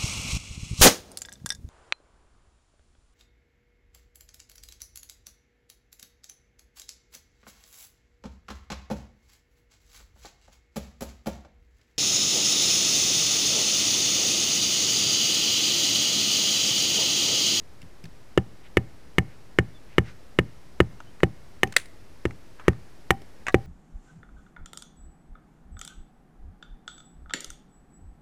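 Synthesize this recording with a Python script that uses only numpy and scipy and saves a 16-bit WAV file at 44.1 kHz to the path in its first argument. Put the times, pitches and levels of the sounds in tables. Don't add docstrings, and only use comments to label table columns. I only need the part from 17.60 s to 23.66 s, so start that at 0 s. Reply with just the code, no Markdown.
import sys
import numpy as np
from scipy import signal
from scipy.fft import rfft, irfft
from scipy.io import wavfile

SR = 44100
rng = np.random.default_rng(int(sys.argv[2]) if len(sys.argv) > 2 else 0)


def inscribe(sig):
    pcm = np.round(np.clip(np.atleast_2d(sig).T, -1, 1) * 32767)
    wavfile.write(sys.argv[1], SR, pcm.astype(np.int16))


N = 267246
T = np.arange(int(0.4 * SR)) / SR

# t/s, stake level/dB, soil level/dB, club level/dB, stake bending level/dB, f muffled by the grip/Hz
BLOWS = [(0.7758, -6.5, -21.5, -8.5, -35.5, 2040), (1.1705, -5.5, -22.5, -9, -36, 1570),
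         (1.5834, -3.5, -19.5, -18, -33.5, 1180), (1.987, -5, -19.5, -10.5, -40, 1250),
         (2.3823, -4.5, -18, -10.5, -40, 1070), (2.7884, -5.5, -20, -10.5, -51.5, 1020),
         (3.2031, -5.5, -18, -7, -45, 785), (3.6327, -5.5, -19.5, -8, -34, 1550),
         (4.0326, -1.5, -31, -16, -30, 2370), (4.6535, -14, -25, -18.5, -58.5, 2980),
         (5.0813, -3.5, -18, -7, -41, 2640), (5.506, -0.5, -27, -15, -25.5, 2870),
         (5.9435, -6, -19.5, -6.5, -27, 3000)]
# f/Hz, level/dB, t60/s
SOIL_MODES = [(49.9, -3, 0.09), (80, 3, 0.094), (115.5, 1, 0.18), (147.2, 5, 0.068), (154.8, -10, 0.2),
              (172.6, 3.5, 0.084), (195.4, -3.5, 0.12), (262.5, 11.5, 0.014)]
# f/Hz, level/dB, t60/s
CLUB_MODES = [(345.8, 4.5, 0.033), (522, 11.1, 0.0087)]
# f/Hz, level/dB, t60/s
STAKE_MODES = [(829, -4, 0.0097), (1314, -2.5, 0.011), (1862, -2.5, 0.028), (2243, 3, 0.011),
               (2360, -8, 0.017), (3010, -4.5, 0.017)]
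# f/Hz, level/dB, t60/s
BENDING_MODES = [(751.5, 0.97, 0.12), (788, -0.23, 0.15)]
# f/Hz, level/dB
CRACK_SPECTRUM = [(700, -13), (1300, 10.5), (2600, 9.5), (3400, 0), (4300, -14), (6000, -8.5), (8000, -11),
                  (10200, -14), (11500, -26), (13500, -18), (16000, -33.5)]
# f/Hz, level/dB
GRAVEL_SPECTRUM = [(90, -2), (150, -1.5), (300, -5), (500, -20), (900, -28.5), (3000, -41)]
STAKE_PITCH_RATIO = (0.96, 1.001)
STAKE_TILT = (3.5, -4)
STAKE_RING_RATIO = (1.02, 0.63)
# t/s, level/dB, pitch ratio/1
SNAPS = [(0.216, -48.5, 1.2), (0.226, -50.5, 0.75), (0.439, -45.5, 1.24), (.453, -46, 0.96),
         (4.072, -48, 1.4), (4.1231, -35.5, 0.94), (4.137, -46, 0.67), (4.1637, -8, 0.992),
         (4.256, -47.5, 1.16), (5.617, -52.5, 1.23), (5.922, -52, 2.1)]
# f/Hz, level/dB
TWIG_SPECTRUM = [(400, -17), (1200, -14), (1850, 2), (2300, -1), (3000, -9), (3770, -5), (4500, -3),
                 (5100, -15), (6200, -13), (8700, -12), (10500, -20), (12000, -27), (14000, -23),
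                 (16000, -31)]
# f/Hz, level/dB
SPLINTER_SPECTRUM = [(800, -11.5), (2000, 7), (5000, -7), (10300, -1), (11500, -23), (16000, -22)]
# t/s, level/dB, pitch ratio/1
TAPS = [(3.403, -32.5, .8), (3.604, -35, 1.1), (4.708, -35, 1.18), (4.997, -35.5, 0.69),
        (5.132, -39.5, 1.0), (5.8673, -21.5, 1.39), (5.8831, -18, 1.05)]
# f/Hz, level/dB, t60/s
STICK_MODES = [(433, 0.5, 0.0037), (705, -13, 0.075), (1097, -2.5, 0.027), (1590, -1, 0.032),
               (1850, 2, 0.028), (2160, -15.5, 0.0035), (3500, -7, 0.019), (7350, -45, 0.069),
               (8000, -12, 0.024)]
# f/Hz, level/dB
GRIT_SPECTRUM = [(500, 2), (2500, 17.5), (4800, -2), (6400, 7), (8500, -2), (10500, -27), (13000, -24),
                 (16000, -28)]
# t/s, length/s, centre f/Hz, level before the swell/dB
SWISHES = [(1.019, 0.081, 2260, -56), (1.651, 0.13, 1950, -61), (2.238, 0.18, 2120, -59.5),
           (2.418, 0.13, 1760, -51), (2.418, 0.13, 4380, -59.5), (4.977, 0.065, 1310, -50.5),
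           (5.01, 0.14, 1490, -51)]
# t/s, centre f/Hz, level before decay and softening/dB
THUMPS = [(0.23, 120, -41), (0.438, 117, -35.5), (4.074, 259.5, -31), (4.165, 458, -25), (5.618, 376, -35)]
# t/s, length/s, mean f/Hz, peak level/dB, glide relative to mean f/1
PEEPS = [(2.128, 0.072, 3490, -57, -0.06), (3.445, 0.073, 3040, -61.5, 0.085)]
# f/Hz, level/dB
WALL_SPECTRUM = [(50, 21.5), (130, 4), (300, -1), (800, 2), (2000, -6), (4000, -13.5), (9000, -1.5),
                 (15000, 4.5)]
# f/Hz, level/dB
HILL_SPECTRUM = [(60, 17.5), (130, 9.5), (400, -11.5), (900, -19.5), (1500, -4.5), (1900, 0.5),
                 (2600, -2.5), (5000, -6), (9000, -7.5), (15000, 0.5)]
# f/Hz, relative level/dB
AIR_SPECTRUM = [(22, 4), (50, 1), (92, 0), (166, -5.5), (363, -8), (1040, -17), (1890, -19.5),
                (3340, -25.5), (5430, -25.5), (6210, -28.5), (13600, -36.5), (16000, -54.5)]

SEATING_POWER = 2.7
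GRAVEL_DB = -29.5
BARK_DB, BARK_PER_STAKE = -18.5, 0.96
TEAR_MS = 2.66
FIBRE_GAP_S, FIBRE_DB, FIBRE_LOSS_DB = 0.017, -26, 7.5
BOUNCE_S, BOUNCE_GROWTH, BOUNCE_LOSS_DB = 0.0098, 0.74, 8
GRIT_DB, GRIT_GROWTH = -25, 1.38
AIR_DB = -52
BIAS, CUTOFF_HZ = -0.0077, 16300


def hammering(crack_t60=0.02, echo_db=-12.5, echo_ms=4.47, gravel_t60=0.224,
              hardness=1.0, sharpening_db=4.0):
    out = np.zeros(N)
    usual_stake_db = np.mean(BLOWS, axis=0)[1]
    seating = np.linspace(0, 1, len(BLOWS)) ** SEATING_POWER
    for seated, (s, stake_db, soil_db, club_db, bend_db, muffled_hz) in zip(seating, BLOWS):
        pitch = np.interp(seated, [0, 1], STAKE_PITCH_RATIO)
        tilt_db = np.interp(seated, [0, 1], STAKE_TILT)
        length = np.interp(seated, [0, 1], STAKE_RING_RATIO)

        gravel = from_db(GRAVEL_DB) * noise(GRAVEL_SPECTRUM, len(T)) * decay(T, gravel_t60)
        soil = soften(from_db(soil_db) * ring(SOIL_MODES) + gravel, contact_ms=0.27)
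        club = from_db(club_db) * soften(ring(CLUB_MODES), contact_ms=0.75)
        held_modes = gripped(STAKE_MODES, muffled_hz)
        stake = from_db(stake_db) * ring(held_modes, pitch, tilt_db, length)
        bending = from_db(bend_db) * ring(BENDING_MODES)
        stake_sound = soften(stake + bending, contact_ms=0.28)

        harder_db = BARK_PER_STAKE * (stake_db - usual_stake_db)
        excess_db = max(harder_db, 0)
        ground_echo = from_db(echo_db - sharpening_db * excess_db) * burst(echo_ms) ** 8
        contact = decay(T, crack_t60) + ground_echo
        crack_noise = noise(CRACK_SPECTRUM, len(T), tilt_db=hardness * excess_db)
        crack = from_db(BARK_DB + harder_db) * crack_noise * contact

        add(out, s, soil - club + stake_sound + crack)
    return out


def twigs(splinter_db=-28.0, splinter_t60=0.22):
    out = np.zeros(N)
    for s, db, pitch in SNAPS:
        splinters = from_db(splinter_db) * decay(T, splinter_t60) * noise(SPLINTER_SPECTRUM, len(T))
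        add(out, s, from_db(db) * (tear(pitch) + splinters))
        for at, fall_db in dying_run(s + FIBRE_GAP_S, FIBRE_GAP_S, FIBRE_LOSS_DB, count=5):
            add(out, at, from_db(db + FIBRE_DB + fall_db) * tear(pitch))
    return out


def tear(pitch):
    return burst(TEAR_MS) ** 2 * noise(TWIG_SPECTRUM, len(T), pitch)


def sticks(grit_t60=0.025, ring_growth=0.33):
    out = np.zeros(N)
    hardest_db = np.max(TAPS, axis=0)[1]
    for s, db, pitch in TAPS:
        gap_s = BOUNCE_S * from_db(BOUNCE_GROWTH * (db - hardest_db))
        length = from_db(ring_growth * (db - hardest_db))
        for at, fall_db in dying_run(s, gap_s, BOUNCE_LOSS_DB, count=3):
            contact_db = db + fall_db
            grit_db = GRIT_DB + GRIT_GROWTH * (contact_db - hardest_db)
            grit = from_db(grit_db) * noise(GRIT_SPECTRUM, len(T)) * decay(T, grit_t60)
            knock = soften(ring(STICK_MODES, pitch, length=length), contact_ms=0.23)
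            add(out, at, from_db(contact_db) * knock + grit)
    return out


def swishes():
    out = np.zeros(N)
    for s, length, hz, db in SWISHES:
        size = min(int(length * SR), len(T))
        add(out, s, from_db(db) * np.hanning(size) * octave_noise(hz, size))
    return out


def thumps(thump_cycles=20.0):
    out = np.zeros(N)
    for s, hz, db in THUMPS:
        thump = octave_noise(hz, len(T)) * decay(T, thump_cycles / hz)
        add(out, s, from_db(db) * soften(thump, contact_ms=0.78))
    return out


def bird():
    out = np.zeros(N)
    for s, length, hz, db, glide in PEEPS:
        size = int(length * SR)
        pitch = hz * (1 + glide * np.linspace(-0.5, 0.5, size))
        whistle = np.sin(2 * np.pi * np.cumsum(pitch) / SR)
        add(out, s, from_db(db) * np.hanning(size) * whistle)
    return out


def outdoors(x, wall_db=-21.5, wall_t60=0.12, hill_db=-37.0, hill_ms=69.0):
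    wall_envelope = decay(T, wall_t60) * (1 - decay(T, 0.015))
    wall = from_db(wall_db) * rms_one(noise(WALL_SPECTRUM, len(T)) * wall_envelope)
    hill = from_db(hill_db) * rms_one(noise(HILL_SPECTRUM, len(T)) * burst(hill_ms) ** 2)
    response = (wall + hill) / np.sqrt(len(T))
    return signal.fftconvolve(x, response)[:N]


def still_air():
    return from_db(AIR_DB) * noise(AIR_SPECTRUM, N)


def ring(modes, pitch=1, tilt_db=0, length=1):
    hz, db, t60 = np.transpose(modes)[:, :, None]
    octaves = np.log2(hz) - np.log2(hz).mean()
    gain = from_db(db + tilt_db * octaves + rng.standard_normal(hz.shape))
    sign = (-1) ** np.arange(len(modes))
    return sign @ (gain * np.cos(2 * np.pi * hz * pitch * T) * decay(T, t60 * length))


def gripped(modes, muffled_hz, depth_db=10.0, width_octaves=0.2):
    hz, db, t60 = np.transpose(modes)
    nearness = np.exp(-(np.log2(hz / muffled_hz) / width_octaves) ** 2)
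    return np.column_stack([hz, db - depth_db * nearness, t60])


def soften(sound, contact_ms):
    force = T * np.exp(-4 * T * 1000 / contact_ms)
    return signal.fftconvolve(sound, force / force.sum())[:len(T)]


def dying_run(s, gap_s, loss_db, count):
    k = np.arange(count)
    times = s + gap_s * k * rng.uniform(0.9, 1.1, count)
    return zip(times, -loss_db * k)


def burst(rise_ms):
    u = T * 1000 / rise_ms
    return u * np.exp(1 - u)


def decay(t, t60):
    return np.exp(-np.log(1000) * t / t60)


def noise(spectrum, size, pitch=1, tilt_db=0):
    hz, db = np.transpose(spectrum)
    f = np.maximum(np.fft.rfftfreq(size, 1 / SR), 1) / pitch
    level_db = np.interp(np.log(f), np.log(hz), db + tilt_db * np.log2(hz))
    bass_cut = np.minimum(f / hz[0], 1) ** 2
    gain = from_db(level_db) * bass_cut
    return rms_one(irfft(rfft(rng.standard_normal(size)) * gain, size))


def octave_noise(hz, size):
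    edges = [hz / np.sqrt(2), hz * np.sqrt(2)]
    band = signal.butter(2, edges, "band", fs=SR, output="sos")
    return rms_one(signal.sosfilt(band, rng.standard_normal(len(T))))[-size:]


def from_db(db):
    return 10 ** (np.asarray(db) / 20)


def rms_one(x):
    return x / np.sqrt(np.mean(x ** 2) + 1e-20)


def add(out, s, sound):
    at = round(s * SR)
    out[at:at + len(sound)] += sound[:N - at]


def scene():
    near = hammering() + twigs() + sticks()
    return (near + outdoors(near) + swishes() + thumps() + bird() + still_air())[None]


def record(dry):
    clipped = np.clip(dry + BIAS, -1, 1)
    low_pass = signal.cheby2(14, 60, CUTOFF_HZ + 800, fs=SR, output="sos")
    return signal.sosfilt(low_pass, clipped)


dry = scene()
out = record(dry)
inscribe(out)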